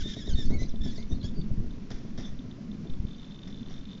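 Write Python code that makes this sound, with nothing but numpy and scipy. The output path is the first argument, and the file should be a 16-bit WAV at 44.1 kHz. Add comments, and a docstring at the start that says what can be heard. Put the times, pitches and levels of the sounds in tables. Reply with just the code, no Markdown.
"""A wheel squeals in sliding, partly rough notes while gusts of wind buffet the microphone.
It belongs to a small rail car on an overgrown track, its engine putting slowly over a low rumble.
The wheel sticks and slips so fast that it sings; later it only ticks in single slips.
Each putt is a firing that rings the exhaust. Axles clank over rail joints and loose parts knock."""
import sys
import numpy as np
from scipy import signal
from scipy.fft import rfft, irfft
from scipy.io import wavfile

SR = 44100
rng = np.random.default_rng(int(sys.argv[2]) if len(sys.argv) > 2 else 0)


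def dump_mix(stems):
    """Bounce the given channels to the path in sys.argv[1] as a 16-bit WAV at rate SR."""
    frames = np.atleast_2d(stems).T  # one column per channel
    limited = np.clip(frames, -1, 1)  # hard clip at full scale
    pcm = np.round(limited * 32767).astype(np.int16)
    wavfile.write(sys.argv[1], SR, pcm)


N = 176400
T = np.arange(N) / SR

# How loud the rumble, hiss and wind are over time. Each row: time in seconds, level in dB.
RUMBLE_LOUDNESS = [(0.0, -40.5), (0.61, -33), (0.71, -43.5), (0.85, -34), (1.09, -42), (1.11, -34.5),
                   (1.85, -39.5), (2.99, -38), (3.36, -44), (3.49, -37.5), (3.85, -42), (4.0, -42)]
HISS_LOUDNESS = [(0, -59.5), (1.5, -58.5), (2.3, -58.5), (4, -58.5)]
WIND_LOUDNESS = [(0, -15), (.2, -39.5), (.3, -16), (.42, -21.5), (.55, -20), (.68, -22.5), (.85, -29),
                 (1.0, -32), (1.15, -29), (1.6, -25.5), (1.7, -32.5), (2.1, -39), (2.28, -27), (2.4, -36.5),
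                 (2.82, -44.5), (2.93, -34), (3.2, -38), (4, -42)]
# How strong the low and high parts of each sound are. Each row: frequency in Hz, level in dB.
RUMBLE_SPECTRUM = [(60, -3.5), (120, -0.5), (170, 4), (210, 4.5), (265, 0.5), (310, -6.5), (420, -14.5),
                   (550, -24), (800, -33.5), (1200, -55)]
HISS_SPECTRUM = [(410, 2), (700, -6.5), (821, -9), (993, -6.5), (1390, -10), (2640, -12.5), (2970, -14),
                 (3490, -13), (3820, -15), (5860, -15.5), (7600, -27), (9880, -57.5)]
WIND_SPECTRUM = [(4, -3), (10, 5), (16, -7.5), (28, -8), (50, -15.5), (90, -22), (160, -45), (400, -59)]
BUFFET_SPECTRUM = [(25, 5.5), (60, 9.5), (120, 8.5), (220, -5.5), (400, -15), (700, -29.5), (1500, -53.5)]
KNOCK_SPECTRUM = [(150, -12), (300, 4.5), (410, -1.5), (520, -11), (700, -14), (850, -24), (1400, -32)]
CLANK_SPECTRUM = [(200, -8.5), (380, -5), (550, -10.5), (730, -4), (900, -15), (1500, -12.5), (1850, -9.5),
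                  (2200, -14.5), (2750, -23), (3550, -8.5), (4050, -19.5), (4750, -17.5), (5450, -10.5),
                  (6300, -19.5), (7500, -31)]
WHEEL_SPECTRUM = [(900, -36.5), (1500, -9), (1850, -13.5), (2020, -3.5), (2230, 0.5), (2550, -11.5),
                  (3050, -7), (3400, -7), (3620, -5.5), (3900, -8), (4400, -16), (4800, -12), (5300, -8.5),
                  (6100, -10.5), (7200, -17)]
# Swirls of air hitting the microphone. Each row: time and width in seconds, churning and suction in dB.
EDDIES = [(0.334, 0.003, -27.5, -26.5), (.541, 0.026, -33, -39), (0.63, 0.026, -36, -40.5),
          (.858, 0.0057, -31.5, -30), (1.127, 0.018, -32.5, -19), (1.246, .011, -34.5, -39.5),
          (1.39, 0.0093, -29.5, -22), (1.521, 0.0086, -32, -27.5), (1.597, 0.014, -31, -16),
          (2.93, 0.037, -44, -23), (3.002, .005, -39, -18.5), (3.032, 0.0094, -59, -28.5),
          (3.051, .005, -36, -23.5)]
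# Frame knocks, slowing engine putts and single wheel slips. Each row: time in seconds, level in dB.
FRAME_KNOCKS = [(0.059, -43), (0.276, -40.5), (.498, -29.5), (.518, -35.5), (.545, -37), (.63, -41.5),
                (1.134, -48), (1.597, -40), (2.183, -40.5), (2.867, -43.5)]
FIRINGS = [(.052, -30), (.163, -28), (0.271, -29.5), (.382, -26), (0.498, -34.5), (0.613, -27.5),
           (.735, -28), (.857, -28), (0.977, -29), (1.109, -32), (1.238, -31.5), (1.368, -35.5),
           (1.501, -33.5), (1.638, -35.5), (1.77, -39), (1.906, -28), (2.045, -32.5), (2.18, -32),
           (2.316, -37.5), (2.448, -33.5), (2.58, -34), (2.711, -40.5), (2.848, -34)]
WHEEL_SLIPS = [(0.6927, -44.5), (0.757, -42), (1.026, -41.5), (1.2131, -42.5), (1.286, -45), (1.414, -42),
               (1.707, -44), (2.3902, -41), (2.5112, -40.5), (2.7136, -43), (2.8714, -47), (2.898, -40.5),
               (2.9364, -44), (3.067, -44), (3.084, -45), (3.1105, -42.5), (3.132, -46), (3.1454, -42),
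               (3.1825, -44), (3.195, -41), (3.228, -43), (3.244, -41.5), (3.264, -48), (3.283, -48),
               (3.309, -41), (3.3196, -42.5), (3.345, -43), (3.36, -43.5), (3.387, -43), (3.4176, -46),
               (3.4305, -39.5), (3.4527, -44), (3.4717, -46), (3.5033, -42.5), (3.525, -41.5),
               (3.5436, -40.5), (3.573, -40.5), (3.5937, -42), (3.6287, -43), (3.659, -41.5), (3.715, -44),
               (3.7398, -41), (3.7616, -41), (3.779, -42), (3.8112, -47), (3.853, -40), (3.8875, -42.5),
               (3.914, -40.5), (3.931, -42), (3.9498, -42.5), (3.9783, -41.5)]
# Axles crossing rail joints. Each row: start in seconds, level in dB, fade time in seconds.
JOINT_CLANKS = [(1.901, -44.5, 0.014), (1.91, -47, 0.016), (1.939, -57.5, 0.17), (2.174, -45.5, 0.045),
                (2.251, -60, 0.056), (3.471, -52, 0.031), (3.694, -52.5, 0.061)]
# Notes the exhaust and wheel ring with. 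Each row: pitch in Hz, level in dB, seconds to fade by 60 dB.
EXHAUST_NOTES = [(123, 1.5, 0.087), (243, 0.5, 0.049), (342.5, -2.5, 0.032), (414, -6.5, 0.076),
                 (580.6, -15, 0.072), (672, -13.5, 0.047), (705, -30.5, 0.041), (998, -30.5, 0.08)]
WHEEL_NOTES = [(3094, -6, 0.009), (3450, -4, 0.012), (3604, -1, 0.019), (4040, -7, 0.011)]
# Thin whistles. Each row: start and length in seconds, first and last pitch in Hz, level in dB,
# roughness from 0 to 1.
WHEEL_WHISTLES = [(0.287, 0.014, 6920, 6730, -51, 0.4), (0.305, 0.025, 6400, 6350, -53.5, .6),
                  (0.329, 0.022, 4300, 4420, -47, 0.37), (0.444, 0.053, 4390, 4570, -54, .6),
                  (0.454, 0.013, 6064, 6250, -52, .5), (0.629, 0.012, 4076, 4000, -43, .4),
                  (.648, .02, 4600, 4800, -56, 0.71), (0.679, 0.029, 6400, 4800, -52, 0.86),
                  (0.704, .024, 4300, 3050, -56.5, 1), (0.836, 0.023, 5280, 5360, -48.5, 0.27),
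                  (0.874, 0.033, 4540, 4640, -55, .2), (0.904, .022, 4240, 4195, -54, .3),
                  (0.904, 0.027, 6080, 6200, -59, 0.1), (0.957, .02, 4950, 4500, -51.5, 0.5),
                  (0.976, 0.01, 4290, 4320, -46, 0.1), (0.98, 0.029, 6020, 6600, -57.5, .3),
                  (.994, 0.018, 4600, 4820, -52, .4), (1.085, .055, 5920, 6030, -57.5, 0.6),
                  (1.141, .03, 4370, 4120, -57.5, .6), (1.198, 0.036, 4253, 3880, -54.5, 0.55),
                  (1.228, 0.03, 4200, 4800, -49.5, 0.59), (1.249, .024, 5080, 5410, -51, .3),
                  (1.24, 0.035, 6550, 6910, -56.5, 0.3), (1.348, 0.085, 4700, 4500, -54.5, .4),
                  (2.232, .04, 3540, 3510, -46, 0.53), (2.252, 0.034, 6130, 6110, -57.5, 0),
                  (2.315, 0.03, 1866, 1864, -60, .2)]
# One list per squeal. Each row: time in seconds, pitch in Hz, level in dB, then roughness and
# hardness of the tone, both from about 0 to 1.
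SQUEAL_PATHS = [
    [(0, 1728, -34.5, .2, 0.7), (.024, 1491, -36, 1.1, .9), (.034, 1780, -38, 0.8, 0.4),
     (.042, 1813, -37.5, 0.17, 0.1), (.066, 1785, -31.5, 0.07, 0.02), (.08, 1833, -33, 0.3, 0.3),
     (.091, 1800, -36.5, 0.8, 0.5), (.118, 1813, -33, .55, 0.4), (.13, 1727, -38, 1, 0.74),
     (.143, 1665, -35, .4, .7), (.151, 1674, -39, .6, .8)],
    [(.155, 1793, -42, 0.7, .7), (.162, 1846, -41, 0.5, 0.4), (.196, 1900, -38, 0.5, 0.66),
     (.21, 1768, -39.5, 0.3, 0.93), (.23, 1653, -34.5, 0, 0.73), (.24, 1706, -45, 0.4, .8),
     (.252, 1790, -40, 0.08, .5), (.264, 1818, -36.5, 0.2, 0.75)],
    [(.268, 1968, -36, 0.5, 0.1), (.276, 1857, -35, 0.26, 0.04), (.283, 1865, -40, 0.2, 0.8),
     (.293, 1770, -35.5, .15, 0.5), (.304, 1600, -34.5, .3, 0.82), (.318, 1560, -40, .3, 0.8),
     (.342, 1510, -42, 0.33, .9)],
    [(.351, 1830, -39, .1, .2), (.359, 1818, -34.5, 0.1, .2), (.366, 1823, -42, 0.27, 0.1),
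     (.377, 1827, -33, 0.2, .2), (.39, 1806, -34, 0.3, 0.5), (.414, 1804, -29, 0, 0.62),
     (.428, 1690, -40.5, 0.4, 1), (.441, 1777, -37, 0.1, .8), (.463, 1731, -53.5, .8, .9),
     (.485, 1830, -45, .9, 1)],
    [(.494, 1790, -45, 0.1, .8), (.508, 1902, -42, 0.5, 1), (.522, 2120, -45, 0.3, 0.5),
     (.546, 2216, -31.5, 0, 0.53), (.562, 2170, -42, 0, 0.5), (.58, 1978, -49.5, 0.3, 0.48),
     (.594, 1980, -38.5, 0.2, 0.97), (.613, 2031, -35.5, 0.3, 0.9), (.636, 2013, -39, 0.6, 0.78),
     (.65, 2122, -50, 0.8, .7), (.664, 2200, -51, 0.8, 0.35)],
    [(.807, 1794, -49, .2, 0.53), (.819, 1744, -34, .05, .2), (.827, 1800, -54, .3, .4),
     (.835, 1802, -38.5, 0.2, 0.3), (.85, 1784, -39, 0.5, 0.9), (.86, 1737, -37, 0.37, 0.58),
     (.877, 1709, -39.5, 0.5, .6), (.892, 1727, -37.5, .1, 0.1), (.912, 1683, -44.5, 0.5, 0.59),
     (.922, 1914, -44, 0.6, 0.8), (.94, 1886, -47, 0.5, 0.96)],
    [(.946, 1838, -43.5, 0.3, 0.8), (.96, 1807, -42.5, 0.3, 0.8), (.972, 1846, -46, .6, 1),
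     (.986, 2070, -43, 0.3, .85), (1.003, 2088, -48.5, 0.5, 0.4), (1.035, 2216, -45, 0.4, .3),
     (1.05, 2107, -57, 0.2, 0.25)],
    [(1.1, 1814, -63, 0.08, 0.14), (1.122, 1826, -38.5, 0.15, 0.4), (1.135, 1858, -40.5, 0.02, 0),
     (1.146, 1828, -56, 0.2, 0.46)],
    [(1.228, 1660, -49, 0.7, 0.7), (1.247, 1660, -35, .05, .4), (1.263, 1690, -39, 0.27, 0.4),
     (1.272, 1733, -52, 0.5, 0.79), (1.28, 1787, -47, 0.4, 0.26), (1.298, 1774, -50.5, 0.4, .4)],
]
# The tones in a squeal. Each row: multiple of the pitch, level in dB when soft, dB added when hardest.
SQUEAL_HARMONICS = [(1, -12, 5), (2, 0.5, -6), (3, -25, 23.5), (4, -22, 16)]
# Echoes off the ground and bank. Each row: delay in seconds, level in dB.
OUTDOOR_ECHOES = [(.011, -17.5), (0.028, -13), (0.051, -23)]

FLUTTER_HZ = 300.6  # how fast rough squeals and whistles tremble, on average


def from_db(db):
    """Turn decibels into a number to multiply by."""
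    return 10 ** (np.asarray(db) / 20)


def unit_power(x):
    """Scale a sound to an average power of 1."""
    return x / np.sqrt(np.mean(x ** 2) + 1e-20)


def in_time(rows):
    """Join the rows by straight lines, giving one curve for each column after the time."""
    times, *columns = np.transpose(rows)
    return [np.interp(T, times, column) for column in columns]


def colour(x, spectrum):
    """Filter a sound by a spectrum that falls away beyond its ends."""
    hz, db = np.transpose(spectrum)
    f = np.maximum(np.fft.rfftfreq(2 * N, 1 / SR), 1)
    skirts = np.minimum(1, f / hz[0]) ** 2 * np.minimum(1, hz[-1] / f) ** 2
    return irfft(rfft(x, 2 * N) * skirts * from_db(np.interp(np.log(f), np.log(hz), db)))[:N]


def noise(spectrum):
    """Noise of power 1 with the given spectrum."""
    return unit_power(colour(rng.standard_normal(N), spectrum))


def drift(hz):
    """A random wander of typical size 1; a higher hz makes it quicker."""
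    smoothing = signal.butter(2, hz, fs=SR, output="sos")
    return unit_power(signal.sosfilt(smoothing, rng.standard_normal(N + SR))[SR:])


def ring(x, hz, fade_s):
    """Each click in x starts a note that dies away by 60 dB in fade_s."""
    r, w = from_db(-60 / (fade_s * SR)), 2 * np.pi * hz / SR
    return signal.lfilter([0, np.sin(w)], [1, -2 * r * np.cos(w), r * r], x + 1e-18)


def phase_of(hz):
    """The growing angle of a wave whose pitch slides."""
    return 2 * np.pi * np.cumsum(hz) / SR


def bump(centre, width):
    """A smooth bell-shaped rise and fall in time."""
    return np.exp(-.5 * ((T - centre) / width) ** 2)


def hit(start, fade_s, rise_s=0.0043):
    """The loudness of a blow: a quick rise, then a fade."""
    return np.clip((T - start) / rise_s, 0, 1) * np.exp(-np.abs(T - start) / fade_s)


def rolling(drone_hz=212.1, grain_db=0.9):
    """The car rumbles and its body drones, under a faint hiss of rolling and dry grass."""
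    rumble = from_db(-3) * noise(RUMBLE_SPECTRUM)
    drone = from_db(-6.5) * np.sin(phase_of(drone_hz + 23.1 * drift(12.52))) * drift(7.8)
    hiss = from_db(in_time(HISS_LOUDNESS)[0] + grain_db * drift(79)) * noise(HISS_SPECTRUM)
    return from_db(in_time(RUMBLE_LOUDNESS)[0]) * (rumble + drone) + hiss


def wind(lumps_db=5, core_share=0.47):
    """Air heaves at the microphone; each buffet is a swirl churning around a low-pressure core."""
    churn = sum(from_db(db) * bump(s, width) for s, width, db, _ in EDDIES)
    suction = sum(from_db(db) / (1 + ((T - s) / (core_share * width)) ** 2)
                  for s, width, _, db in EDDIES)
    lumps = rng.standard_normal(N) * from_db(lumps_db * drift(24))
    heave = from_db(in_time(WIND_LOUDNESS)[0] - 1.5) * unit_power(colour(lumps, WIND_SPECTRUM))
    return heave + from_db(3) * churn * noise(BUFFET_SPECTRUM) - suction


def knocks():
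    """Loose parts bump dully against the frame."""
    return noise(KNOCK_SPECTRUM) * sum(from_db(db) * hit(s, fade_s=0.018) for s, db in FRAME_KNOCKS)


def clanks(rattle_db=4):
    """A wheel drops over a rail joint and the frame rattles."""
    level = sum(from_db(db) * hit(s, fade_s) for s, db, fade_s in JOINT_CLANKS)
    return level * noise(CLANK_SPECTRUM) * from_db(rattle_db * np.tanh(drift(290)))


def engine(puff_s=0.015, lag_s=0.002):
    """Each firing sends a pressure pulse and a puff of gas through the exhaust, which rings."""
    pulses = np.zeros(N)
    for s, db in FIRINGS:
        pulses[int((s + lag_s) * SR)] = from_db(db)
    tails = signal.lfilter([1], [1, -np.exp(-1 / (puff_s * SR))], pulses + 1e-18)
    puffs = from_db(-5.5) * tails / np.sqrt(puff_s * SR / 2)
    putts = 0
    for k, (hz, db, fade_s) in enumerate(EXHAUST_NOTES):
        push = (-1) ** k * pulses + puffs * rng.standard_normal(N)  # every other note starts flipped
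        putts += from_db(db) * ring(push, hz, fade_s)
    return from_db(-4) * putts


def whistles(wobble_share=0.028, flicker_db=3.5):
    """The other wheels whistle in short glides; rough ones wobble, chatter and break into scraps."""
    wobble, flicker = drift(450), drift(220)
    chatter = np.sin(phase_of(FLUTTER_HZ * (1 + 0.102 * drift(27))))
    sound = np.zeros(N)
    for s, length, first_hz, last_hz, db, rough in WHEEL_WHISTLES:
        on = (T > s) & (T < s + length)
        glide = np.interp(T[on], [s, s + length], [first_hz, last_hz])
        hz = glide * (1 + wobble_share * rough * wobble[on])
        level = from_db(db + flicker_db * rough * flicker[on]) * (1 + 0.89 * rough * chatter[on])
        swell = np.sqrt(np.abs(np.sin(np.pi * (T[on] - s) / length)))
        sound[on] += level * swell * np.sin(phase_of(hz))
    return sound


def slips(width_s=0.0017, lag_s=0.0014, scuffs_per_s=70, scuffs_from_s=3.06):
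    """Each slip is a brief scrape that rings the wheel; faint scuffs fall between the late ones."""
    push = sum(from_db(db) * bump(s + lag_s, width_s) for s, db in WHEEL_SLIPS) / (width_s * SR)
    scuffing = (rng.random(N) < scuffs_per_s / SR) & (T > scuffs_from_s)
    scuffs = scuffing * from_db(-56.5) * rng.standard_normal(N)
    ticks = 0
    for hz, db, fade_s in WHEEL_NOTES:
        scrape = push * np.sin(phase_of(hz * (1 + 0.033 * drift(400))))
        ticks += from_db(db) * ring(scuffs + scrape, hz, fade_s)
    return ticks


def squeal(ramp_s=0.0045, flicker_db=4.2, breakup_db=5):
    """The wheel sticks and slips to make a tone; rough contact makes it shake, break up and rasp."""
    pitch, gain, rough, hard = np.zeros((4, N))
    for rows in SQUEAL_PATHS:
        hz, db, roughness, hardness = in_time(rows)
        inside_s = np.minimum(T - rows[0][0], rows[-1][0] - T)  # negative outside this squeal
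        gate = np.clip(inside_s / ramp_s + .5, 0, 1)
        pitch, rough, hard = np.where(gate > 0, [hz, np.clip(roughness, 0, 1), hardness],
                                      [pitch, rough, hard])
        gain = np.maximum(gain, gate * from_db(db))
    grit = np.sqrt(rough)  # makes even slight roughness count
    chatter = phase_of(FLUTTER_HZ * (1 + 0.102 * drift(30)))
    flutter = 0.52 * rough * (np.sin(chatter) + 0.6 * np.sin(2 * chatter))
    wobble = 0.0212 * rough * drift(283) + 0.006 * grit * drift(88.5)
    phase = phase_of(pitch * (1 + wobble)) + 0.84 * flutter
    tone = 0
    for multiple, soft_db, hard_db in SQUEAL_HARMONICS:
        smear = 0.44 * multiple * grit * drift(201)
        level = from_db(soft_db + hard * hard_db + flicker_db * grit * np.tanh(drift(70)))
        tone += level * np.sin(multiple * phase + smear)
    breakup = from_db(breakup_db * grit * np.tanh(drift(95)))
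    bright_noise = noise([(1300, -0.5), (2200, -15.5), (3600, 1.5), (5000, 6.5), (7500, 3.0)])
    rasp = from_db(-2.5) * grit * bright_noise
    return colour(gain * (tone * breakup * (1 + flutter) + rasp), WHEEL_SPECTRUM)


def scene():
    """The car's sounds and their echoes, over the rumble and wind, in one channel."""
    car = squeal() + whistles() + slips() + engine() + clanks() + knocks()
    echoes = sum(from_db(db) * np.interp(T - delay, T, car, left=0) for delay, db in OUTDOOR_ECHOES)
    return (car + echoes + rolling() + wind())[None]


def record(dry):
    """Cut the treble steeply above 7350 Hz."""
    return signal.sosfilt(signal.ellip(10, .3, 75, 7350, fs=SR, output="sos"), dry)


dry = scene()
out = record(dry)
dump_mix(out)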